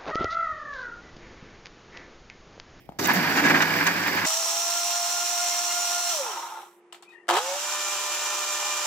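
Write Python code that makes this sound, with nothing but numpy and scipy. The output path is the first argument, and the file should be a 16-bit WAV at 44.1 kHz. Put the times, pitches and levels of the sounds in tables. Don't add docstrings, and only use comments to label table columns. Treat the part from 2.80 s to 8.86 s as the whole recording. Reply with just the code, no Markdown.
import sys
import numpy as np
from scipy import signal
from scipy.fft import rfft, irfft, next_fast_len
from scipy.io import wavfile
from scipy.ndimage import uniform_filter1d

SR = 44100
rng = np.random.default_rng(int(sys.argv[2]) if len(sys.argv) > 2 else 0)


def unload_wav(signal):
    wavfile.write(
        sys.argv[1],
        SR,
        np.round(np.clip(np.atleast_2d(signal).T, -1, 1) * 32767).astype(np.int16),
    )


def volts_from_db(level):
    exponent = np.asarray(level, float) / 20
    return 10 ** exponent


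N = 267270
T = np.arange(N) / SR
SIZE = next_fast_len(N + SR)
HZ = np.maximum(np.arange(SIZE // 2 + 1) * SR / SIZE, 1)
TOP_HZ = 15720
MAINS_HZ = 50
NORMAL, SPEED_UP = 1, 3.5
CHOP_ON_S, CUT_S, HIGH_OFF_S, REST_S, LOW_ON_S = .188, 1.4605, 3.31, 3.822, 4.482
REST_DB_S = -130


def unit(x):
    return x / np.sqrt(np.mean(x ** 2))


def since(s):
    return np.maximum(T - s, 0)


def gate(start_s, end_s):
    return uniform_filter1d(1. * (T > start_s) * (T < end_s), size=130)


def add(out, s, length_s, shape):
    span = slice(int(s * SR), int((s + length_s) * SR))
    out[:, span] += shape(T[span] - T[span][0], span)


def on_hz(points):
    hz, db = np.transpose(points)
    return volts_from_db(np.interp(np.log(HZ), np.log(hz), db))


def on_time(table):
    s, *columns = np.transpose(table)
    return [np.interp(T, s, column) for column in columns]


def colour(x, points, modes=(), broad_db=0.):
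    power = (on_hz(points) * volts_from_db(broad_db)) ** 2
    for hz, width, db in modes:
        power = power + volts_from_db(2 * db) / (1 + (2 * (HZ - hz) / width) ** 2) ** 2
    cepstrum = irfft(np.log(power + 1e-14), SIZE)
    cepstrum[0] /= 2
    gain = np.exp(rfft(cepstrum[:SIZE // 2], SIZE))
    return unit(irfft(rfft(x, SIZE) * gain, SIZE)[..., :N])


def high_pass(x, order, hz):
    return signal.sosfilt(signal.butter(order, hz, "high", fs=SR, output="sos"), x)


def walk(rate):
    k = int(SR / rate)
    held = np.repeat(rng.standard_normal(N // k + 1), k)
    return unit(uniform_filter1d(uniform_filter1d(held, k), k)[:N])


def churn(rate, scatter_db, smear_ms, share, flicker_db, flicker_rate):
    where, size = rng.random(N), rng.exponential(size=N)
    hiss = rng.standard_normal((2, N))
    strikes = (where < rate / SR) * volts_from_db(np.minimum(size, 4) * scatter_db)
    puffs = signal.lfilter([1], [1, -np.exp(-1000 / smear_ms / SR)], strikes)
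    return hiss * (share * unit(puffs) + 1 - share) * volts_from_db(flicker_db * walk(flicker_rate))


# f/Hz, level/dB
QUIET = [(15, -40), (25, -7), (118, -2), (253, -8.5), (340, -9), (404, -17.5), (557, -15), (1380, -31.5),
         (2320, -25.5), (2760, -36), (5240, -36.5), (9000, -56.5), (13000, -48), (15600, -54)]
QUIET_FAST = [(24, -85), (40, -50), (180, -9), (283, -18), (351, -2), (593, -16.5), (1030, -12),
              (1100, -16.5), (1740, -26.5), (1870, -21), (3000, -30), (4000, -42), (8190, -42),
              (10200, -45), (11000, -59.5), (15600, -100), (22000, -120)]


def quiet_kitchen(points, level_db):
    return volts_from_db(level_db) * colour(rng.standard_normal((2, N)), points)


def hum(speed, db):
    return volts_from_db(db + 0.76 * walk(8 * speed)) * np.sin(4 * np.pi * MAINS_HZ * speed * T)


# f/Hz, level/dB re middle
WIDE = [(60, -34), (110, -31), (200, -21), (380, -1.5), (700, -3.5), (1290, 1), (2380, -7.5), (4400, 2.5),
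        (8120, 4.5), (15000, 6)]
WIDE_FAST = [(60, -11), (110, -14), (200, -24), (380, -12), (700, -26), (1290, 0), (2380, -1), (4400, 1.5),
             (8120, 2), (15000, 3.5)]
# f/Hz, level/dB
LEAN = [(60, -14), (110, 8.5), (200, -4.5), (380, 1), (700, -0.5), (1290, 0), (2380, -6), (4400, -3.5),
        (8120, -2.5), (15000, -26)]
LEAN_FAST = [(60, 7), (110, -13.5), (200, 2.5), (380, 0.5), (700, -4.5), (1290, -0.5), (2380, 0.5),
             (4400, 0.5), (8120, -4.5), (15000, -0.5)]


def kitchen(x, speed, wide, lean):
    t60_s, room_db, wide_db, port_lag_ms = .5, -9, -4, 0.088
    age = np.arange(SR // 2) / SR
    tail = rng.standard_normal((2, SR // 2)) * volts_from_db(-60 * age * speed / t60_s)
    tail = rfft(tail / np.sqrt(np.sum(tail ** 2, axis=1, keepdims=True)), SIZE)
    cut = (1j * HZ / (1j * HZ + 52 * speed)) ** 3
    mid, side = rfft(x, SIZE) * cut * (1 + volts_from_db(room_db) * tail)
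    side = volts_from_db(wide_db) * on_hz(wide) * side
    tilt = np.sqrt(on_hz(lean)) * np.exp(1j * np.pi * HZ * port_lag_ms / 1000 / speed)
    return irfft(np.array([(mid + side) * tilt, (mid - side) / tilt]), SIZE)[:, :N]


# t/s, duration/s, f/Hz, sag/(Hz/s), level/dB
HORN = [
    (4.25, .03, 2300, -5000, -57),
    (4.275, .045, 2500, 0, -49),
    (4.318, .024, 1885, 250, -46),
    (4.345, .045, 1880, 200, -43.5),
    (4.392, .016, 1870, 200, -47),
    (4.41, .055, 1850, 200, -55),
    (4.322, .075, 2495, 0, -63),
    (4.295, .055, 3740, 300, -64),
    (4.33, .1, 2800, 550, -63),
    (4.32, .1, 940, 100, -58),
]


def horn():
    attack_s, fade_db_s = .012, -85
    out = 0
    for s, length_s, hz, sag, db in HORN:
        age = since(s)
        phase = 2 * np.pi * (hz - sag * age / 2) * age
        shape = gate(s, s + length_s) * np.minimum(age / attack_s, 1) * volts_from_db(db + fade_db_s * age)
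        out = out + shape * volts_from_db(2. * walk(140)) * np.sin(phase + .7 * walk(170))
    return out


# f/Hz, level/dB
RUSTLE = [(1200, -28), (2000, -1.5), (2500, -4), (3300, -7), (4000, -22), (5200, -14), (7000, -25)]


def rustle():
    level = volts_from_db(-66 + 2.97 * walk(60)) * gate(-1, 0.066)
    return level * colour(rng.standard_normal((2, N)), RUSTLE)


# f/Hz, level/dB
RATTLE = [(150, -11), (250, -14), (997, 0.5), (1650, -8.5), (2130, -11), (3070, -5), (3650, -9),
          (5920, -18.5), (7680, -15), (9450, -21), (15600, -30)]
# t/s, peak level/dB, ring f/Hz,
# ring/cycles, rattle level/dB re peak
BUTTONS = [(0.0909, -25.5, 770, 8.6, -27.5), (0.0918, -26.5, 208, 4, -34.5), (0.1, -38, 900, 4, -22),
           (.1212, -36, 772, 9.3, -31), (0.1217, -41, 1300, 5, -18), (0.129, -49, 1200, 3, -22),
           (1.505, -27.5, 350, 3, -5.5), (3.314, -32, 1350, 210, -25), (3.432, -33, 2480, 110, -23),
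           (3.505, -39, 3110, 170, -14), (3.517, -36, 3020, 170, -14), (4.1252, -35, 2980, 49, -8),
           (4.145, -47, 1250, 17, -2.5), (4.1286, -31, 7750, 47, -20), (4.146, -36, 2200, 12, -24),
           (4.2255, -43.5, 820, 25, -5.5), (4.2247, -37, 7900, 40, -17), (4.226, -51, 4300, 60, -20),
           (4.2897, -59, 7000, 40, -1), (4.319, -65, 6000, 40, -0.5), (4.331, -69, 4800, 40, -3),
           (4.471, -44, 1800, 7.7, -13), (4.482, -26, 686, 30, -7.5), (4.4893, -15, 770, 20, -13),
           (4.489, -12, 1730, 13, -12), (4.4925, -16, 850, 14, -15), (4.497, -18, 900, 15, -14.5),
           (4.5002, -8, 830, 12, -15), (4.508, -11.5, 750, 15, -11.5), (4.537, -18, 850, 15, -7.5),
           (4.553, -25, 900, 16, -3.5), (4.5668, -24, 1050, 6.2, -10), (4.5676, -20, 3000, 14, -8),
           (4.575, -24, 950, 12, -15), (4.585, -19.5, 1050, 27, -11)]


def buttons():
    out, rattle = np.zeros((2, N)), colour(rng.standard_normal((2, N)), RATTLE)
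    for s, db, hz, cycles, rattle_db in BUTTONS:
        rattle_ms = max(215 + 15 * rattle_db, 22)
        add(out, s, .25, lambda age, k: volts_from_db(db - 60 * age * hz / cycles) * np.sin(2 * np.pi * hz * age)
            + volts_from_db(db + rattle_db - 60000 * age / rattle_ms) * rattle[:, k])
    return out


# t/s, peak level/dB
PIPS = [(0.2728, -20.5), (.337, -23.5), (.346, -28.5), (.355, -32), (.26, -33), (.4922, -35), (.5036, -30),
        (.9466, -38), (.9656, -31), (1.0428, -31), (1.0763, -35), (1.275, -30.5), (1.3562, -31.5)]


def pips():
    out, hiss = np.zeros((2, N)), high_pass(rng.standard_normal((2, N)), 4, 11000)
    for s, db in PIPS:
        add(out, s, .02, lambda age, k: volts_from_db(db - 60000 * age / 8.6) * hiss[:, k])
    return out


# t/s, duration/s, f/Hz, level/dB
HEAVES = [
    (.35, 0.043, 190, -25),
    (0.378, 0.1, 240.5, -30),
    (0.504, 0.14, 288, -33),
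    (0.66, 0.069, 307, -31),
    (0.698, 0.15, 267, -29),
    (0.995, 0.042, 290, -28.5),
]


def heaves():
    out, shake = np.zeros((2, N)), volts_from_db(1.5 * walk(40))
    for s, length_s, hz, db in HEAVES:
        add(out, s, length_s * 1.2, lambda age, k: volts_from_db(db + 1.5) * shake[k]
            * np.sin(np.pi * age / age[-1]) * np.sin(2 * np.pi * hz * age))
    return out


# f/Hz, level/dB
SLOSH = [(120, -36.5), (200, -28.5), (314, -26.5), (347, -17.5), (379, -21.5), (774, -10.5), (911, -6.5),
         (1430, -11.5), (1770, -20.5), (4000, -21.5), (5200, -57.5), (8800, -120)]
# f/Hz, width/Hz, level/dB
SEAT_MODES = [(835, 35, -2), (921, 40, 4), (1030, 45, -6), (1110, 35, -10), (1250, 40, -9), (1390, 40, -6)]


def chatter():
    peak_s = 3.68
    knocks = colour(churn(400, 2., 3., .35, 1.5, 45), SLOSH, SEAT_MODES, -13.)
    db = -46 - 50 * np.maximum(peak_s - T, 0) - 36 * since(peak_s) + REST_DB_S * since(REST_S)
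    return gate(HIGH_OFF_S, REST_S + 0.13) * volts_from_db(db) * knocks


# t/s, peak level/dB, ring f/Hz
ROCKS = [(3.348, -27, 956), (3.382, -34, 1160), (3.435, -39, 990), (3.465, -22.5, 890), (3.518, -40, 980),
         (3.533, -36, 1390), (3.561, -29, 950), (3.578, -23, 920), (3.595, -27, 1045), (3.637, -26, 929),
         (3.65, -30, 934), (3.673, -31, 923), (3.712, -36, 1020), (3.724, -27, 907), (3.742, -27, 882),
         (3.757, -35, 1400), (3.775, -29, 890), (3.8, -33, 866), (3.83, -34, 835), (3.87, -41, 905)]


def rocks():
    rise_s = 0.0053
    out, wobble = np.zeros((2, N)), .4 * walk(250)
    for s, db, hz in ROCKS:
        add(out, s - .003, .1, lambda age, k: volts_from_db(db - 5.5) * age / rise_s * np.exp(1 - age / rise_s)
            * np.sin(2 * np.pi * hz * age + wobble[k]))
    return out


def high_shaft():
    from_hz, top_hz, climb_s, coast_s, friction_hz = 641, 703.5, .28, .595, 300
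    climb = top_hz - (top_hz - from_hz) * np.exp(-since(CUT_S) / climb_s)
    coast = np.exp(-since(HIGH_OFF_S) / coast_s)
    return np.maximum((climb + friction_hz) * coast - friction_hz, 5), top_hz


# f/Hz, level/dB
BRUSH = [(4500, -42), (7500, -3), (10500, -7), (12500, -5), (15600, -12)]


def brushes():
    bar_hz = 10.35 * high_shaft()[0]
    phase = 2 * np.pi * np.cumsum(bar_hz) / SR
    whine = sum((k * bar_hz < TOP_HZ) * volts_from_db(3.0 * walk(25)) * np.sin(k * phase) for k in range(3, 10))
    late = np.clip(since(HIGH_OFF_S + 0.23) / .1, 0, 1)
    hiss = volts_from_db(-51.5) * colour(rng.standard_normal((2, N)), BRUSH)
    sound = hiss + volts_from_db(-69) * late * colour(whine * gate(3.5, 3.9), BRUSH)
    fade = volts_from_db(-18 * since(HIGH_OFF_S) - 60 * since(REST_S))
    return gate(HIGH_OFF_S, REST_S + 0.18) * fade * sound


# shaft multiple, mains multiple, level/dB re shaft line when chopping, on high, on low
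LINES = [(1, 0, 3, -0.5, 0), (0, 2, -8.5, -65, -22), (1, -1, -34, -55, -13), (1, 1, -23, -45, -6.5),
         (1, 2, -44, -9.5, -3), (2, -1, -6, -22.5, 0), (2, 0, -6.5, -4.5, 2.5), (2, 1, -10, -48, -3.5),
         (2, 2, -28.5, -17.5, -34), (3, 0, -5.5, -13.5, -1.5), (3, 1, -26, -25, -32), (3, 2, -37, -16, -33),
         (4, 0, -6, -12, 3), (5, -1, -6, -33, -34), (5, 0, -5.5, -24, -7), (5, 2, -7, -27, -29),
         (6, 0, -11, -7.5, -12), (8, 0, -13.5, -8, -9), (10, 0, 1, -6, -25), (12, 0, -14, -18, 2.5)]


def armature(shaft_hz, line_db, speed, axis, waver_db):
    shaft = 2 * np.pi * np.cumsum(shaft_hz) / SR
    mains = 2 * np.pi * MAINS_HZ * speed * T
    glide_hz_s = np.abs(np.gradient(shaft_hz)) * SR
    steady = np.exp(-uniform_filter1d(glide_hz_s, size=2000, origin=900) / 260)
    lines = []
    for row in LINES:
        level = volts_from_db(row[axis] + waver_db * min(row[0], 2) / 2 * walk(12 * speed))
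        wander = .38 * max(row[0], 1) ** 0.33 * walk(9 * speed)
        lines.append(level * np.sin(row[0] * shaft + row[1] * mains + wander))
    flutter = volts_from_db(1.2 * (1 - steady) * walk(12 * speed))
    gliding = flutter * (lines[0] + .7 * lines[3] + 0.76 * lines[4])
    late_db = -6 * (T > CUT_S) * np.exp(-since(CUT_S) / 1)
    late_db = late_db - 12 * (T > LOW_ON_S) * np.exp(-since(LOW_ON_S) / 0.22)
    overtones = steady * volts_from_db(late_db) * sum(lines[1:3] + lines[5:])
    return np.sqrt(2) * volts_from_db(line_db) * (gliding + overtones)


# f/Hz, level/dB
HOUSING = [(260, -65), (352, -13), (385, -20), (415, -13), (450, -18), (490, -10), (552, 5), (592, -9),
           (635, 0), (670, -5), (695, -.5)]
# f/Hz, width/Hz, level/dB
SLOSH_MODES = [(545, 35, -14), (730, 35, -10), (835, 40, -4), (921, 50, -6), (1035, 40, -3), (1110, 35, -7),
               (1250, 40, -8), (1385, 35, -8)]


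def whirring(setting, whir, whir_modes, axis, waver_db):
    shaft_hz, line_db, slosh_db, air_db, on = setting
    line_db = line_db + np.interp(shaft_hz, *np.transpose(HOUSING))
    turn = 1 + 0.21 * np.sin(2 * np.pi * np.cumsum(shaft_hz) / SR)
    slosh = colour(churn(600, 2.5, 1.5, .3, .8, 70), SLOSH, SLOSH_MODES, -3.)
    air = colour(turn * churn(1500, 1.3, 1.0, 0.28, 0.39, 24.83), whir, whir_modes, 0.041)
    noise = volts_from_db(slosh_db + 0.38 * walk(24.96)) * slosh + volts_from_db(air_db) * air
    return on * noise, on * armature(shaft_hz, line_db, SPEED_UP, axis, waver_db)


# t/s, shaft f/Hz
LOW_SHAFT = [
    (4.482, 340),
    (4.548, 356),
    (4.57, 415),
    (4.605, 490),
    (4.64, 520),
    (4.68, 540),
    (4.75, 572),
    (4.82, 590),
    (4.9, 595),
    (6.06, 596.5),
]
# f/Hz, level/dB
WHIR_LOW = [(880, -27.5), (1500, -3.5), (1690, -10), (1820, -1), (2050, -9.5), (2420, -4), (2520, -4),
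            (2890, -1.5), (4540, -7), (7260, -1.5), (8670, -11.5), (15600, -19)]
# f/Hz, width/Hz, level/dB
WHIR_LOW_MODES = [(1475, 20, 5), (2802, 22, 5), (5000, 59, -3), (5190, 90, 0), (5920, 420, -0.5),
                  (7424, 60, 1), (7305, 70, 4)]


def low_setting():
    jolt = np.exp(-since(LOW_ON_S + 0.1) / 0.024)
    air_db = -31.7 - 2 * jolt - 6.5 * np.exp(-since(LOW_ON_S) / 0.21)
    catch = np.minimum(since(LOW_ON_S) / 0.0062, 1) ** 2
    setting = on_time(LOW_SHAFT)[0], -36.5 + 18 * jolt, -38 + 12.5 * jolt, air_db, catch
    return whirring(setting, WHIR_LOW, WHIR_LOW_MODES, axis=4, waver_db=1.7)


# t/s, duration/s, level/dB over the air
GULPS = [
    (1.475, 0.015, 3.5),
    (1.486, .005, 4.5),
    (1.541, 0.0064, 3),
    (1.572, 0.0072, 4.5),
]
# f/Hz, level/dB
WHIR_HIGH = [(880, -30.5), (1500, -16.5), (1940, -11), (2050, -14.5), (2750, -7), (3690, -8), (4120, -6.5),
             (4670, -10), (5690, -1.5), (7260, -6), (10300, -15.5), (15600, -17)]
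# f/Hz, width/Hz, level/dB
WHIR_HIGH_MODES = [(2832, 46, -11), (4200, 40, -15), (5640, 360, 2), (5930, 110, -0.5), (7150, 180, -1.5),
                   (7570, 200, -3), (8340, 110, -6)]


def high_setting():
    shaft_hz, top_hz = high_shaft()
    off, thick = since(HIGH_OFF_S), np.exp(-since(CUT_S) / 0.28)
    air_db = -29.7 + 1.5 * thick + (off > 0) * (0.5 + 2.01 * 20 * np.log10(shaft_hz / top_hz))
    for s, length_s, db in GULPS:
        air_db = air_db + db * np.exp(-(2 * (T - s) / length_s) ** 2)
    slump_s = 0.21
    slump_db = 8 * np.minimum(off / slump_s, 1) - 33 * since(HIGH_OFF_S + 0.79 * slump_s)
    slosh_db = -40.5 + 4.5 * thick + slump_db + REST_DB_S * since(REST_S)
    line_db = -35 + 2 * np.minimum(off / .05, 1)
    setting = shaft_hz, line_db, slosh_db, air_db, gate(CUT_S, REST_S + 0.18)
    return whirring(setting, WHIR_HIGH, WHIR_HIGH_MODES, axis=3, waver_db=3.0)


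# t/s, shaft f/Hz, shaking level/dB of the housing
CHOP = [
    (.19, 130.2, 0),
    (.3, 149.8, -1.5),
    (.4, 152.8, 0.5),
    (.62, 161.3, -1),
    (.72, 159.4, 2),
    (.86, 162.2, -7),
    (1.0, 164.7, -5),
    (1.18, 178.4, -7.5),
    (1.46, 178.5, -6.5),
]
# t/s, duration/s, peak level/dB, ring f/Hz, splash level/dB re peak
LUMPS = [(0.188, 0.017, -18.5, 1094, -7.5), (0.235, 0.018, -27.5, 1120, 4), (0.251, 0.012, -23, 1200, 2),
         (0.282, 0.042, -11, 944, -22), (0.298, 0.012, -28, 1700, -21), (0.334, 0.044, -25.5, 1830, -3),
         (0.423, 0.017, -28, 1680, -19), (0.505, 0.015, -31, 1630, -14), (0.561, 0.019, -22, 1826, -4),
         (.574, 0.036, -16, 1556, -11.5), (0.636, 0.044, -15.5, 1607, -11),
         (0.678, 0.021, -21.5, 1730, -8.5), (0.697, .02, -14, 1700, -13.5), (0.703, 0.024, -24, 2420, -21),
         (0.741, 0.039, -16, 1720, -13), (0.802, 0.037, -10.5, 1570, -20.5), (.819, 0.0088, -20, 1550, 1),
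         (0.912, 0.021, -25.5, 1690, -20), (0.937, .014, -19.5, 1830, -22.5),
         (.995, 0.031, -19.5, 1550, -29), (1.058, 0.035, -14, 1680, -20.5),
         (1.066, 0.012, -22.5, 1680, 4.5), (1.224, 0.023, -26.5, 1564, -6), (1.26, .028, -18.5, 1638, -15),
         (1.364, 0.028, -17, 1647, -14), (1.39, .012, -28, 1705, -4), (1.448, .014, -25.5, 1700, 2.5)]
# f/Hz, level/dB
RUMBLE = [(15, -70), (25, -51.5), (59, -43), (84, -19), (100, 3.5), (120, -20), (158, -0.5), (294, 5.5),
          (454, -5.5), (800, -5.5), (1040, -11.5), (1760, -120)]
KNOCK = [(240, -36), (400, -8), (453, -20), (952, -4.5), (1330, -7), (1620, -0.5), (2420, -7),
         (3330, -16.5), (4000, -20.5), (5200, -19.5), (8800, -120)]
AIR = [(1650, -19.5), (2800, -6), (3410, -1.5), (4800, 1), (5760, -4), (7900, -6), (8500, -17.5),
       (10300, -17), (11200, -13.5), (13200, -11.5), (15000, -15.5), (16000, -31)]
SPLASH = [(1650, -39), (2800, 9.5), (3380, -13), (3680, 8.5), (4160, -5), (6590, 5), (8970, -14),
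          (12800, -15.5), (15600, -22)]
# f/Hz, width/Hz, level/dB
RUMBLE_MODES = [(248, 38, 0.0099)]
KNOCK_MODES = [(990, 28, -24.5), (1680, 95, -0.5), (2335, 51, -1)]
AIR_MODES = [(3700, 122, -8), (4750, 296, -1), (5720, 330, -5), (7500, 300, -14)]


def chopping():
    shaft_hz, shake_db = on_time(CHOP)
    age, on = since(CHOP_ON_S), gate(CHOP_ON_S, CUT_S + 0.011)
    rumble = colour(churn(200, 2., 4., .3, 2.4, 30), RUMBLE, RUMBLE_MODES, 1.5)
    knock = colour(churn(600, 1.6, 2.5, .3, .7, 70), KNOCK, KNOCK_MODES, 2.5)
    air = colour(churn(500, 3., .5, .2, 1., 40), AIR, AIR_MODES, -8.5)
    splash = colour(churn(1200, 2., 1.2, .4, 1., 80), SPLASH)
    knock_db = -26.5 + 0.24 * shake_db - 17.5 * np.exp(-age / 0.05)
    noise = volts_from_db(-29 + shake_db) * rumble + volts_from_db(knock_db) * knock + volts_from_db(-37 - 2 * age) * air
    shudder = np.array([walk(350), walk(350)])
    for s, length_s, db, hz, splash_db in LUMPS:
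        add(noise, s, length_s, lambda age, k: volts_from_db(db - 13.5) * np.abs(np.sin(np.pi * age / age[-1])) ** 0.41
            * (knock[:, k] + 1.5 * shudder[:, k] * np.sin(2 * np.pi * hz * age)
               + volts_from_db(splash_db + 4.0) * splash[:, k]))
    line_db = -39 + 0.86 * shake_db - 8 * np.exp(-age / 0.18)
    return on * noise, on * armature(shaft_hz, line_db, NORMAL, axis=2, waver_db=3.0)


def scene():
    presses = buttons()
    chop, chop_lines = chopping()
    high, high_lines = high_setting()
    low, low_lines = low_setting()
    slow = chop + rustle() + pips() + heaves() + presses + quiet_kitchen(QUIET, -54.5)
    slow = kitchen(slow, NORMAL, WIDE, LEAN) + chop_lines + hum(NORMAL, -77.5)
    fast = high + low + high_pass(presses, 3, 540) + horn() + chatter() + rocks() + brushes()
    fast = fast + quiet_kitchen(QUIET_FAST, -59.5)
    lines = (high_lines + low_lines) * volts_from_db(np.array([[-.5], [.5]]))
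    fridge = hum(SPEED_UP, -57) * np.clip((T - 1.55) / .08, 0, 1)
    fast = kitchen(fast, SPEED_UP, WIDE_FAST, LEAN_FAST) + lines + fridge
    return np.where(T < CUT_S, slow, fast)


def top_cut(x):
    return signal.sosfilt(signal.butter(12, 16000, fs=SR, output="sos"), x)


def record(dry):
    mix = signal.sosfilt(signal.ellip(10, .2, 70, TOP_HZ, fs=SR, output="sos"), dry)
    return top_cut(mix)


dry = scene()
out = record(dry)
unload_wav(out)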